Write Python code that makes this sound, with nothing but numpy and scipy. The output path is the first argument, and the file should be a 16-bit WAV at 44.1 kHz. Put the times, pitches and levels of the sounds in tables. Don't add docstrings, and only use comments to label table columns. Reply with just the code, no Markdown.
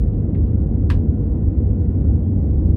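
import sys
import numpy as np
from scipy import signal
from scipy.fft import rfft, irfft, next_fast_len
from scipy.io import wavfile
from scipy.ndimage import uniform_filter1d, map_coordinates

SR = 44100
rng = np.random.default_rng(int(sys.argv[2]) if len(sys.argv) > 2 else 0)


def file_out(sig):
    cols = np.atleast_2d(sig).T
    lim = np.clip(cols, -1, 1)
    pcm = np.round(lim * 32767).astype(np.int16)
    wavfile.write(sys.argv[1], SR, pcm)


N = 121716


def amp(db):
    return 10 ** (np.asarray(db) / 20)


def unit_rms(x):
    return x / np.sqrt(np.mean(x ** 2) + 1e-20)


def at_hz(points, hz):
    knots_hz, values = np.transpose(points)
    return np.interp(np.log(hz + 1), np.log(knots_hz + 1), values)


def curves(rows):
    times_s, *columns = np.transpose(rows)
    return [np.interp(np.arange(N) / SR, times_s, column) for column in columns]


def wobble(rate_hz):
    knots = rng.standard_normal(int(N * rate_hz / SR) + 4)
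    return map_coordinates(knots, [np.arange(N) * rate_hz / SR])


def noise(spectrum):
    size = next_fast_len(N + SR // 4)
    gain = amp(at_hz(spectrum, np.fft.rfftfreq(size, 1 / SR)))
    return unit_rms(irfft(rfft(rng.standard_normal(size)) * gain, size)[:N])


def resonate(x, gain_of_hz, size=4096):
    gain = gain_of_hz(np.fft.rfftfreq(size, 1 / SR))
    cepstrum = irfft(np.log(np.maximum(gain, 1e-6)))
    cepstrum[1:size // 2] *= 2
    cepstrum[size // 2 + 1:] = 0
    response = irfft(np.exp(rfft(cepstrum)))
    return signal.fftconvolve(x, response / np.linalg.norm(response))[:len(x)]


def band(x, centre_hz, octaves):
    return resonate(x, lambda hz: (1 + (np.log2((hz + 1) / centre_hz) / octaves) ** 2 / 4) ** -3)


def fade(t, t60_s):
    return np.exp(-np.log(1000) * t / t60_s)


def add(track, start_s, sound):
    part = track[round(start_s * SR):][:len(sound)]
    part += sound[:len(part)]


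# time in seconds, rumble level in dB.
RUMBLE_LEVELS = [(0.02, -14.5), (0.34, -22.5), (0.41, -13.5), (0.8, -19.5), (0.81, -17), (0.97, -13),
                 (1.06, -25.5), (1.09, -10), (1.11, -21.5), (1.36, -17), (1.38, -23.5), (1.48, -13),
                 (1.54, -25.5), (1.57, -15.5), (2.03, -18), (2.09, -11.5), (2.22, -19), (2.73, -14.5)]
# frequency in Hz, relative density in dB.
RUMBLE_SPECTRUM = [(12, -62), (24, -35), (33, -10.5), (46, -2), (58, 1), (74, 1.5), (98, 1), (116, -10.5),
                   (150, -28), (300, -103.5)]

def wheels(evenness=.6, window_s=.055):
    level_db, = curves(RUMBLE_LEVELS)
    shake = noise(RUMBLE_SPECTRUM)
    power = np.abs(signal.hilbert(shake)) ** 2
    swell = np.abs(uniform_filter1d(power, int(window_s * SR))) + 1e-6
    steadied = shake / swell ** (evenness / 2)
    return amp(level_db) * unit_rms(steadied)


# time in seconds, relative roar level in dB.
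ROAR_LEVELS = [ [(0.02, -26), (0.03, -24), (1.34, -23.5), (1.36, -21), (1.4, -24), (2.71, -23),
               (2.73, -24.5)], ][0]
# frequency in Hz, relative density in dB.
ROAR_SPECTRUM = [(70, -32), (115, -4.5), (145, 1), (175, -3), (220, -2), (260, -6), (320, -7.5), (365, -16),
                 (395, -13), (425, -17.5), (520, -22), (630, -30), (770, -32), (860, -39), (1000, -42),
                 (1400, -58), (2500, -88.5)]

def roar(gain_db=.5):
    level_db, = curves(ROAR_LEVELS)
    return amp(level_db + gain_db + .36 * wobble(10)) * noise(ROAR_SPECTRUM)


# frequency in Hz, relative density in dB.
VENT_SPECTRUM = [(500, -14.5), (1100, 1.5), (1500, -2.5), (1770, -5), (2000, -3), (2300, -11.5),
                 (2900, -12), (3700, -23), (4400, -26), (5600, -41.5), (15000, -47.5)]

def vents(level_db=-64.5):
    return amp(level_db + .3 * wobble(4.4)) * noise(VENT_SPECTRUM)


# time in seconds, fan pitch in Hz, hum level in dB, whine level in dB.
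FAN_TONE = [(0, 476, -43, -75), (.35, 473.5, -47.5, -74), (.85, 475.6, -47, -69), (1.22, 475.6, -45, -69),
            (1.5, 479, -51.5, -77), (1.78, 483, -40, -70), (2.08, 479.2, -52, -67), (2.33, 483.8, -50, -81),
            (2.76, 486.6, -50, -78.5)]
# harmonic number, level in dB relative to the whine.
FAN_HARMONICS = [(3, -1), (4, -12.5), (5, -17)]

def engine_fan():
    pitch_hz, hum_db, whine_db = curves(FAN_TONE)
    phase = 2 * np.pi * np.cumsum(pitch_hz + .8 * wobble(25)) / SR
    whine = sum(amp(whine_db + db + 1.6 * wobble(16)) * np.sin(k * phase) for k, db in FAN_HARMONICS)
    hum = amp(hum_db + .8 * wobble(9)) * np.sin(phase)
    return np.sqrt(2) * (hum + whine)


# frequency in Hz, cabin T60 in seconds.
CABIN_DECAY = [(900, 0.14), (2400, 0.13), (4500, 0.16), (7000, 0.14), (14000, 0.09)]

def cabin_tail(t, late_db=-31.5, late_cutoff_hz=4500, rise_s=.002):
    hz, frames_s, bins = signal.stft(rng.standard_normal(len(t)), SR, nperseg=256)
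    bins *= fade(frames_s, at_hz(CABIN_DECAY, hz)[:, None])
    early = signal.istft(bins, SR, nperseg=256)[1][:len(t)]
    lowpass = signal.butter(2, late_cutoff_hz, fs=SR, output='sos')
    late = amp(late_db) * fade(t, t60_s=.6) * signal.sosfilt(lowpass, rng.standard_normal(len(t)))
    return (early + late) * (1 - np.exp(-t / rise_s))


# start in seconds, knock level in dB, centre in Hz, width in octaves,
# click level in dB relative to the knock, ring pitch in Hz, ring level in dB.
FITTING_TICKS = [(0.132, -69.5, 3000, 0.43, -1, 2910, -79.5), (.348, -50.5, 1860, 0.53, -24, 3570, -75.5),
                 (.462, -70.5, 3310, 0.46, -15, 2870, -74.5), (1.792, -78, 4550, 0.24, 1, 4350, -88.5),
                 (2.203, -83, 8260, 0.22, -2.5, 8030, -97.5), (2.236, -81.5, 10370, 0.11, 0, 3188, -75),
                 (2.668, -73.5, 4500, .22, 2, 4300, -81.5), (2.72, -84, 9000, .5, -2, 4350, -90)]

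def fittings(cabin_db=-4):
    out, t = np.zeros(N), np.arange(SR // 2) / SR
    for start_s, knock_db, centre_hz, octaves, click_db, ring_hz, ring_db in FITTING_TICKS:
        click = fade(t, t60_s=.051) * rng.standard_normal(len(t)) + amp(cabin_db) * cabin_tail(t)
        knock = band(click, centre_hz, octaves)
        ring = band(fade(t, t60_s=.49) * rng.standard_normal(len(t)), ring_hz, octaves=.09)
        add(out, start_s, amp(knock_db) * (knock + amp(click_db) * click) + amp(ring_db) * ring)
    return out


# contact delay in seconds, relative level in dB.
LATCH_CONTACTS = [(0, -2), (0.0142, -13), (.025, -21.5)]
# frequency in Hz, relative gain of the latch body in dB.
LATCH_BODY = [(500, -25), (830, -19.5), (960, 7), (1230, -0.5), (1380, -6), (1700, 3), (2200, -3.5),
              (2800, -4.5), (3400, -10), (4400, -13), (6300, -24), (8500, -22.5), (12000, -29),
              (15500, -36)]
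# mode frequency in Hz, relative level in dB, T60 in seconds.
LATCH_RING = [(969, -30.5, 0.15), (1150, 8.5, 0.02), (1170, -20, .08), (1630, -10.5, .075),
              (1704, 5, 0.023), (2045, -18, .086), (2595, -18.5, .11), (2780, -12, 0.0087),
              (2800, -35, 0.13), (2905, -20, .15), (3335, -26.5, 0.2), (4490, -20, .09),
              (5400, -24.5, 0.124)]

def latch(start_s=.9002, gain_db=-25.5, rise_s=.0025, cabin_db=-4.5):
    out, t = np.zeros(N), np.arange(SR // 2) / SR
    attack = np.minimum(t / rise_s, 1)
    envelope = attack * fade(np.maximum(t - rise_s, 0), t60_s=.011)
    drive = amp(cabin_db) * cabin_tail(t)
    for delay_s, db in LATCH_CONTACTS:
        add(drive, delay_s, amp(db) * envelope * rng.standard_normal(len(t)))
    snap = resonate(drive, lambda hz: amp(at_hz(LATCH_BODY, hz)))
    ring = sum(amp(db) * fade(t, t60_s) * np.sin(2 * np.pi * hz * t) for hz, db, t60_s in LATCH_RING)
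    add(out, start_s, amp(gain_db) * (snap + ring * attack ** 2))
    return out


def scene():
    return (wheels() + roar() + vents() + engine_fan() + latch() + fittings())[None]


def record(dry):
    cutoff_hz = 15720
    return signal.sosfilt(signal.ellip(10, .1, 80, cutoff_hz, fs=SR, output='sos'), dry)


dry = scene()
out = record(dry)
file_out(out)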